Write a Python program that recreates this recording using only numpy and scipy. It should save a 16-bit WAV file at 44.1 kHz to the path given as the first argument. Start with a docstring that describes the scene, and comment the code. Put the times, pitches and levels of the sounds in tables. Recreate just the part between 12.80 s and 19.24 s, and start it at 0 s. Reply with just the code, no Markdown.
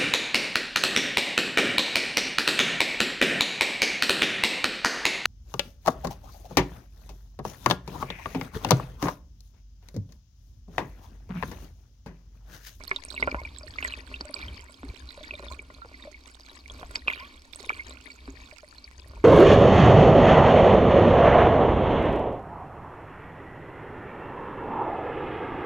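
"""Choppy river from the riverbed

A shallow river heard from a waterproof camera case resting among the stones. Ripples fold air under,
and every bubble rings briefly at its own pitch. Slaps and ticks ring the case, eddies shake it into
a low rumble, and two microphones inside hear it through different paths."""
import sys
import numpy as np
from scipy import signal
from scipy.fft import rfft, irfft
from scipy.io import wavfile
from scipy.ndimage import uniform_filter1d

SR = 44100
rng = np.random.default_rng(int(sys.argv[2]) if len(sys.argv) > 2 else 0)


def wav_out(sig):
    """Save sig, one row per channel (or a flat mono array), as 16-bit PCM at SR to the path in sys.argv[1]."""
    wavfile.write(sys.argv[1], SR, np.round(np.clip(np.atleast_2d(sig).T, -1, 1) * 32767).astype(np.int16))


N = 284004

# Level rides. Each row: time in seconds, relative level in dB.
BUBBLING_RIDE = [(0.0, -58), (0.14, -57), (0.54, -54.5), (1.12, -53), (1.28, -59.5), (1.6, -52),
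                 (2.01, -61), (2.3, -60.5), (2.48, -54), (2.71, -64), (3.43, -61), (3.68, -59), (4.24, -59),
                 (4.33, -55), (4.478, -61), (4.92, -55.5), (5.401, -60), (6.03, -60), (6.44, -64.5)]  # air folded under by ripples
SPRAY_RIDE = [(0.0, -69.5), (0.86, -69.5), (1.07, -62.5), (1.2, -71), (2.39, -73.5), (3.1, -78),
              (4.05, -65), (4.41, -77), (4.79, -66), (5.27, -72.5), (5.7, -69), (6.44, -78.5)]  # fine spray on the surface
CHURN_RIDE = [(0.0, -58), (0.14, -66.5), (0.54, -41.5), (0.72, -55), (1.33, -57.5), (1.58, -45.5),
              (1.81, -66), (2.06, -63), (2.55, -52.5), (3.05, -57), (3.28, -68.5), (4.16, -55.5),
              (4.27, -46), (4.54, -60.5), (4.98, -52.5), (5.35, -62), (5.8, -71.5), (6.06, -61),
              (6.44, -59)]  # water churning at the case
EDDY_RIDE = [(0.0, -48), (0.12, -61.5), (0.57, -39.5), (0.73, -49), (1.45, -47), (1.5, -68), (1.68, -38.5),
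             (1.96, -63), (2.1, -39.5), (2.17, -59), (2.24, -43.5), (2.33, -60), (2.76, -43), (2.8, -52.5),
             (3.78, -59), (3.96, -46), (4.7, -61.5), (5.16, -49.5), (5.31, -64), (5.49, -45), (5.81, -65),
             (6.44, -42.5)]  # eddies of the current

# Tone curves. Each row: frequency in Hz, relative gain in dB.
BUBBLE_EQ = [(800, 0), (1100, -4.5), (1600, -1.5), (2250, 9.5), (2900, 0), (3800, 10), (4800, 9.5),
             (5800, -8.5)]  # small bubbles through the case
PING_EQ = [(6400, -4), (8000, 5.5), (9500, -0.5), (11000, -10.5), (13500, -11)]  # pings of spray
CRACKLE_EQ = [(300, 2.5), (1100, 0.5), (1650, -3), (2300, 0), (3200, -7.5), (4600, 3), (6200, -3),
              (8000, -5), (10500, -24), (15000, -21)]  # bursting foam
GULP_EQ = [(270, -6), (330, -14), (400, 7.5), (490, -28), (600, 4.5), (700, -46)]  # small gulps through the case
WASH_EQ = [(100, -22), (180, -5), (265, 14), (500, -14), (750, -13), (1100, 0), (1600, -21), (2250, 3.5),
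           (3000, -10.5), (4600, -2), (6300, -38), (15000, -59)]  # wash of the far river
DISTANT_EQ = [(500, 1), (1700, -9.5), (4800, -4.5), (7000, -13), (15000, -25.5)]  # the most distant bubbling

# The loudest close bubbles. Each row: start in seconds, pitch in Hz, level in dB.
NEAR_BUBBLES = [(0.0767, 11500, -29), (0.079, 4170, -25), (0.1134, 2154, -15.5), (0.162, 3680, -15),
                (0.2499, 8500, -21), (0.286, 5550, -32), (0.343, 3850, -32), (0.3636, 2630, -27.5),
                (0.3773, 2190, -21), (0.4267, 2090, -8), (0.478, 1400, -19), (0.515, 2310, -23.5),
                (0.6507, 2350, -27.5), (0.832, 4550, -33.5), (0.9855, 2130, -17), (1.0258, 2590, -21),
                (1.044, 7900, -23), (1.0481, 1950, -15), (1.0846, 3970, -27.5), (1.123, 2850, -25),
                (1.1375, 2550, -22.5), (1.341, 2670, -24), (1.361, 3630, -35.5), (1.4097, 4520, -18.5),
                (1.55, 7730, -30), (1.564, 2326, -29), (1.6279, 2310, -30), (1.6828, 3100, -28.5),
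                (2.2901, 4060, -29), (2.5085, 2546, -23), (2.537, 2334, -30.5), (2.553, 3620, -31),
                (2.6838, 3510, -30), (2.792, 2230, -29), (3.019, 1377, -32), (3.142, 2016, -35),
                (3.2236, 3660, -34.5), (3.3434, 2200, -36.5), (3.696, 3850, -35), (3.8988, 3360, -30),
                (4.1569, 4630, -12), (4.2753, 2670, -18.5), (4.2812, 2464, -9), (4.2995, 2094, -16),
                (4.313, 2700, -32), (4.3333, 2380, -25), (4.7587, 7980, -24), (4.894, 2276, -13.5),
                (4.93, 2330, -29.5), (5.302, 2260, -34), (5.317, 4450, -35.5), (5.983, 4200, -31.5),
                (6.0426, 4500, -29.5)]
# Water slapping the case. Each row: start in seconds, relative level in dB, pitch in Hz,
# cycles to fade by about 33 dB.
SLAP_HITS = [(0.11, -32.5, 378, 20.5), (0.112, -26, 1130, 12.5), (0.4243, -25, 420, 10),
             (0.4737, -18, 537, 10.9), (0.5445, -22.5, 540, 8.1), (0.832, -40, 613, 29),
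             (1.027, -34.5, 290, 7.2), (1.408, -32.5, 290, 7.6), (1.448, -38, 600, 33),
             (1.494, -35.5, 587, 17), (2.031, -29, 268, 14.7), (2.046, -43, 385, 22),
             (2.374, -34.5, 566, 15.5), (2.406, -37, 610, 24), (2.535, -35.5, 587, 17),
             (2.594, -35, 560, 12.2), (2.633, -34.5, 578, 15), (3.047, -39, 466, 11.3),
             (3.249, -36, 567, 18), (3.271, -32, 600, 22), (4.029, -30.5, 700, 11.6),
             (4.28, -30.5, 1150, 11), (5.4745, -38, 393, 23), (5.477, -31.5, 271, 15.4),
             (5.723, -39, 607, 16), (5.83, -37.5, 600, 17)]
# Air pockets snapping shut at the case. Each row: start in seconds, relative level in dB, pitch in Hz.
SNAP_HITS = [(0.1142, -9.5, 1570), (0.4278, -27, 2400), (0.4745, -29, 1070), (0.5455, -34, 940),
             (1.0275, -19, 2300), (2.431, -28, 4130), (3.058, -37.5, 920), (4.03, -49, 1080),
             (4.153, -24, 2200), (4.1567, -12.5, 2170), (4.2814, -15, 1400), (4.9032, -11, 1330)]
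# Rising bubbles. Each row: start in seconds, mid-glide pitch in Hz, level in dB.
RISING_BUBBLES = [(0.555, 982, -39), (0.585, 2220, -36), (2.698, 1040, -41), (4.396, 1047, -38.5),
                  (4.989, 2200, -29.5)]
# Splashes that drag air under. Each row: start in seconds, level in dB.
SPLASH_CLOUDS = [(1.03, -43.5), (1.59, -43), (4.29, -36.5), (4.89, -44.5)]

# Resonances. Each row: pitch in Hz, seconds to fade by 60 dB, relative level in dB.
CASE_MODES = [(264.5, 0.41, -10.5), (311, 0.16, -16.5), (398.7, 0.13, -8.5), (507, 0.018, 5),
              (600, 0.05, 2), (1063, 0.052, -9.5), (1150, 0.012, 11), (1400, 0.15, -7)]  # the body of the case
PANEL_MODES = [(2200, 0.046, -5.5), (2455, 0.18, -6.5), (2723, 0.075, -4)]  # its thin panels
# Paths to the two microphones. Each row: frequency in Hz, left minus right in dB, left lead in radians.
MIC_PATHS = [(600, 0.8, -0.0), (1000, 1.2, -0.5), (1200, -3.6, -1.1), (1380, -5.7, -3.1), (1900, 1.4, -3.0),
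             (2100, -4.1, -3.5), (2350, -3.3, -5.5), (3000, -0.4, -5.6), (3400, -4.9, -7.1),
             (4200, -7.2, -6.8), (4800, 2.4, -5.6), (5700, -5.1, -5.4), (6400, 1.5, -4.6),
             (8200, -16.1, -13.4), (9800, -0.0, -19.8), (13000, -10.7, -19.8)]


def undb(db):
    """Decibels to gain."""
    return 10 ** (np.asarray(db) / 20)


def unit(x):
    """Scale to rms 1."""
    return x / np.sqrt(np.mean(x ** 2))


def on_log(hz, table, column=1):
    """Read a table column on a log-frequency axis."""
    table = np.array(table)
    return np.interp(np.log(np.maximum(hz, 1)), np.log(table[:, 0]), table[:, column])


def eq(x, curve):
    """Shape the tone with (Hz, dB) points."""
    return irfft(rfft(x) * undb(on_log(np.fft.rfftfreq(N, 1 / SR), curve)), N)


def wander(per_s):
    """Smooth random movement with rms 1."""
    hold = max(int(SR / per_s), 2)
    steps = np.repeat(rng.standard_normal(N // hold + 1), hold)
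    return unit(uniform_filter1d(steps, hold)[:N])


def add(track, start_s, sound):
    """Drop a sound onto a track."""
    i = int(np.clip(start_s * SR, 0, N - 1))
    track[i:i + len(sound)] += sound[:N - i]


def ring(hz, t60, sag=0., sag_s=0.0025, rise_cycles=.35):
    """A damped tone that glides down through hz, by the share sag in all; negative sag climbs."""
    t = np.arange(int(np.clip(t60, .002, .4) * SR)) / SR
    pitch = hz * (1 + sag * (np.exp(-t / sag_s) - .5))
    attack = (1 - np.exp(-t * hz / rise_cycles)) ** 2
    return np.sin(2 * np.pi * np.cumsum(pitch) / SR) * np.exp(-np.log(1000) * t / t60) * attack


def flutter():
    """Turbulence deforms ringing bubbles: a fast, uneven gain with rms 1."""
    return unit(undb(1.8 * wander(per_s=650)))


def swarm(spurts, per_s, band_hz, cycles, spread, curve, sag, rise_s, soften):
    """Random bubbles born in spurts, each with a click; soften tames the loudest. 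Rms 1."""
    out = np.zeros(N)
    low_hz, high_hz = band_hz
    born = np.cumsum(spurts)
    for when, size, strength, damping, drift in rng.random((int(per_s * N / SR), 5)):
        hz = low_hz * (high_hz / low_hz) ** size
        db = -spread * np.log(strength + soften) + on_log(hz, curve)
        start = np.searchsorted(born, when * born[-1]) / SR
        t60 = cycles * 2 ** (2 * damping - 1) / hz
        add(out, start, undb(db) * ring(hz, t60, sag * (drift - .3), t60 * 0.33, hz * rise_s))
        add(out, start, undb([db - 13]))  # the click
    return unit(out)


def ticks(spurts, per_s, spread):
    """Sharp, uneven pressure pulses from bursting bubbles; rms 1."""
    when, strength = rng.random((2, N))
    fires = when < per_s / SR * spurts / spurts.mean()
    return unit(fires * undb(-spread * np.log(strength + .04)) * rng.choice([-1, 1], N))


def small_bubbles(spurts, bubble_db, spray_db):
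    """Air folded under rings as short, rough plops; spray adds tiny pings."""
    births = spurts * undb(.4 * (bubble_db - bubble_db.mean()))  # churned water folds in more bubbles
    plops = swarm(births, per_s=260, band_hz=(903, 5466), cycles=30, spread=4.87,
                  curve=BUBBLE_EQ, sag=0.015, rise_s=0.0002, soften=0.07)
    pings = swarm(spurts, per_s=190, band_hz=(6200, 13500), cycles=30, spread=6.4,
                  curve=PING_EQ, sag=0.08, rise_s=0.0002, soften=0.022)
    return (plops * flutter() * undb(bubble_db + 2) + pings * undb(spray_db + 7)) * flutter()


def foam(spurts, spray_db, puff_s=0.00062):
    """Foam crackles, each burst its own short puff of noise."""
    bursts = np.abs(ticks(spurts, per_s=140, spread=7.9))
    envelope = signal.lfilter([1], [1, -np.exp(-1 / (puff_s * SR))], bursts)
    return unit(eq(envelope * rng.standard_normal(N), CRACKLE_EQ)) * undb(spray_db + 7)


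def churning(spurts, churn_db):
    """Soft, overlapping gulps and a patter of knocks that ring the case."""
    gulps = swarm(spurts, per_s=60, band_hz=(243.5, 756), cycles=9.1, spread=3.7,
                  curve=GULP_EQ, sag=-0.045, rise_s=0.0005, soften=0.13)
    patter = unit(case(ticks(spurts, per_s=110, spread=12)))
    return gulps * undb(churn_db - 4.5) + patter * undb(churn_db - 2)


def case(push):
    """The case rings with the same modes for every push."""
    response = np.zeros(SR // 2)
    for hz, t60, db in CASE_MODES:
        mode = undb(db) * ring(hz, t60, rise_cycles=0.14)
        response[:len(mode)] += mode
    return signal.fftconvolve(push, response / np.linalg.norm(response))[:N]


def far_river(bubble_db, spray_db, follow=0.35):
    """A flickering wash through the case and wide, distant bubbling; both follow the close swells."""
    wash_db, hiss_db = (follow * (db - db.mean()) for db in (bubble_db, spray_db))
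    flicker = wander(per_s=14)
    wash = unit(eq(rng.standard_normal(N), WASH_EQ)) * undb(wash_db - 60 + 3.36 * flicker)
    distant = unit(eq(rng.standard_normal((2, N)), DISTANT_EQ)) * undb(hiss_db - 63 + 1.5 * flicker)
    return microphones(wash) + distant


def rumble(eddy_db, hz=62, width_hz=13):
    """Eddies shake the case on its mount, and slower swells press on it."""
    shake = signal.lfilter(*signal.iirpeak(hz, hz / width_hz, fs=SR), rng.standard_normal(N))
    shake = eq(shake, [(30, -0.5), (60, 1), (120, -5.5), (200, -9), (500, -5.5)])
    shake /= np.sqrt(uniform_filter1d(shake ** 2, SR // 6))  # the flow alone sets its slow swells
    sway = eq(rng.standard_normal(N), [(6, 1.5), (15, -23), (28, 7.5), (45, -18), (70, -48), (300, -80)])
    sway_db = -62 + 0.063 * (eddy_db - eddy_db.mean()) + 3.6 * wander(per_s=3.1)
    return shake * undb(eddy_db + 2.5) + unit(sway) * undb(sway_db)


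def near_bubbles(buoyant_hz=1650, shed_count=8, shed_s=0.028):
    """Each bubble pinches off, jolts the case and sheds weaker ones of about its own size."""
    out, jolts = np.zeros((2, N))
    for start, hz, db in NEAR_BUBBLES:
        chance = rng.random((1 + shed_count, 3))
        # low bubbles ring longer; violent ones break up sooner, twice as fast for every 21 dB
        t60 = 56.5 / hz * 2 ** ((-17 - db) / 21)
        # small bubbles are dragged under and fall in pitch; large ones near the surface and rise
        sag = 0.176 * (1 - (buoyant_hz / hz) ** 2) * chance[0, 0]
        add(out, start, undb(db) * ring(hz, t60, sag, t60 * 0.39, rise_cycles=hz / 5000))
        add(jolts, start, undb(db - 4) * (.5 + chance[0, 1:2]))
        for when, size, strength in chance[1:]:
            late = -np.log(when + 0.0416)
            shed_hz = hz * (1 + 0.11 * (2 * size - .8))
            piece = ring(shed_hz, 18 * (1 + 2 * strength) / hz, sag, rise_cycles=0.16)
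            add(out, start + shed_s * late, undb(db - 15 - 18 * late - 1.4 * strength) * piece)
    return out * np.sqrt(flutter()) + case(jolts)


def slaps(settle_s=0.019):
    """Large air pockets gulp for a few cycles, knock the case and rattle it as they break up."""
    gulps, knocks, cracks = np.zeros((3, N))
    t = np.arange(SR // 6) / SR
    for start, db, hz, cycles in SLAP_HITS:
        add(gulps, start + 0.00209, undb(db + 2) * ring(hz, 1.84 * cycles / hz, rise_cycles=1))
        rattle = rng.standard_normal(len(t)) ** 5 * np.exp(-t / settle_s)
        blows = (t == 0) + undb(-7) * rattle / np.linalg.norm(rattle)
        blows *= undb(db) * min(10 / cycles, 1) ** 2  # pockets that ring freely hardly touch the case
        push = ring(hz, 3 / hz, rise_cycles=0.17)  # a big, slow pocket wakes the low modes
        add(knocks, start + 0.00203, undb(11) * signal.fftconvolve(blows, push / np.abs(push).sum()))
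        add(cracks, start + 0.001405, undb(-2) * blows)
    return gulps + case(knocks) + eq(cracks, [(300, 31), (1300, 33.5), (2600, 21.5), (5000, -22)])


def snaps(cycles=7, rebound_s=0.00236, rebound_db=-8):
    """An air pocket collapses in a few cycles and rebounds once."""
    out = np.zeros(N)
    for start, db, hz in SNAP_HITS:
        snap = undb(db + 3) * ring(hz, cycles / hz, rise_cycles=0.22)
        add(out, start, snap)
        add(out, start + rebound_s, undb(rebound_db) * snap)
    return out


def gurgles(fade_cycles=130, climb_hz=280, climb_s=0.0292, wobble_db=3):
    """A rising bubble swells, wobbles and climbs in pitch as it nears the surface."""
    out = np.zeros(N)
    for start, hz, db in RISING_BUBBLES:
        tone = ring(hz, fade_cycles / hz, -climb_hz / hz, climb_s, rise_cycles=14)
        add(out, start, undb(db) * tone / np.abs(tone).max())
    return out * flutter() * unit(undb(wobble_db * wander(per_s=120)))


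def sputter(spurts, t, fade_s=0.091):
    """Each splash leaves a cloud of air that sputters away as crowded, short bubbles."""
    cloud = sum(undb(db) * np.exp(-np.abs(t - start) / fade_s) * (t > start)
                for start, db in SPLASH_CLOUDS)
    return cloud * swarm(spurts, per_s=400, band_hz=(1100, 3600), cycles=17, spread=2,
                         curve=BUBBLE_EQ, sag=0, rise_s=0.00028, soften=.05)


def panels(x):
    """Thin panels take up sound near their own pitches and let it go slowly."""
    return sum(undb(db) * signal.lfilter(*signal.iirpeak(hz, np.pi * hz * t60 / np.log(1000), fs=SR), x)
               for hz, t60, db in PANEL_MODES)


def microphones(x):
    """The case walls carry the treble to each microphone with its own strength and delay."""
    hz = np.fft.rfftfreq(N, 1 / SR)
    width = np.minimum(hz / MIC_PATHS[0][0], 1) ** 2  # the bass stays centred
    balance = undb(on_log(hz, MIC_PATHS) * width)
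    lead = np.exp(1j * on_log(hz, MIC_PATHS, column=2) * width)
    right = rfft(x) * np.sqrt(2 / (1 + balance ** 2))
    return irfft(np.array([right * balance * lead, right]), N)


def stones(x, db=-10, t60=0.027):
    """Stones and surface scatter the treble back within milliseconds, differently on each side."""
    t = np.arange(SR // 12) / SR
    scatter = rng.standard_normal((2, len(t))) * np.exp(-np.log(1000) * t / t60) * (t > .001)
    scatter /= np.linalg.norm(scatter, axis=1, keepdims=True)
    treble = signal.sosfilt(signal.butter(3, [1150, 9000], "band", fs=SR, output="sos"), x)
    return undb(db) * signal.fftconvolve(treble[None], scatter, axes=1)[:, :N]


def scene():
    """Bubbles near and far, ticks and slaps on the case, all over the rumble of the current."""
    t = np.arange(N) / SR
    rides = (BUBBLING_RIDE, SPRAY_RIDE, CHURN_RIDE, EDDY_RIDE)
    bubble_db, spray_db, churn_db, eddy_db = (np.interp(t, *np.transpose(ride)) for ride in rides)
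    spurts = undb(3.5 * wander(per_s=18))  # ripples break in spurts that set off bubbles
    small = small_bubbles(spurts, bubble_db, spray_db) + foam(spurts, spray_db)
    large = near_bubbles() + gurgles() + slaps() + snaps()
    large += sputter(spurts, t) + churning(spurts, churn_db)
    small += panels(small)
    large += panels(large)
    pan = undb(np.array([[1], [-1]]) * 5.27 * wander(per_s=60))  # small bubbles come from all sides
    close = microphones(large) + microphones(small) * pan + stones(large + small)
    return close + far_river(bubble_db, spray_db) + rumble(eddy_db)


def record(dry, top_hz=15850):
    """A steep low-pass trims the very top."""
    return signal.sosfilt(signal.ellip(10, .2, 70, top_hz, fs=SR, output="sos"), dry)


dry = scene()
out = record(dry)
wav_out(out)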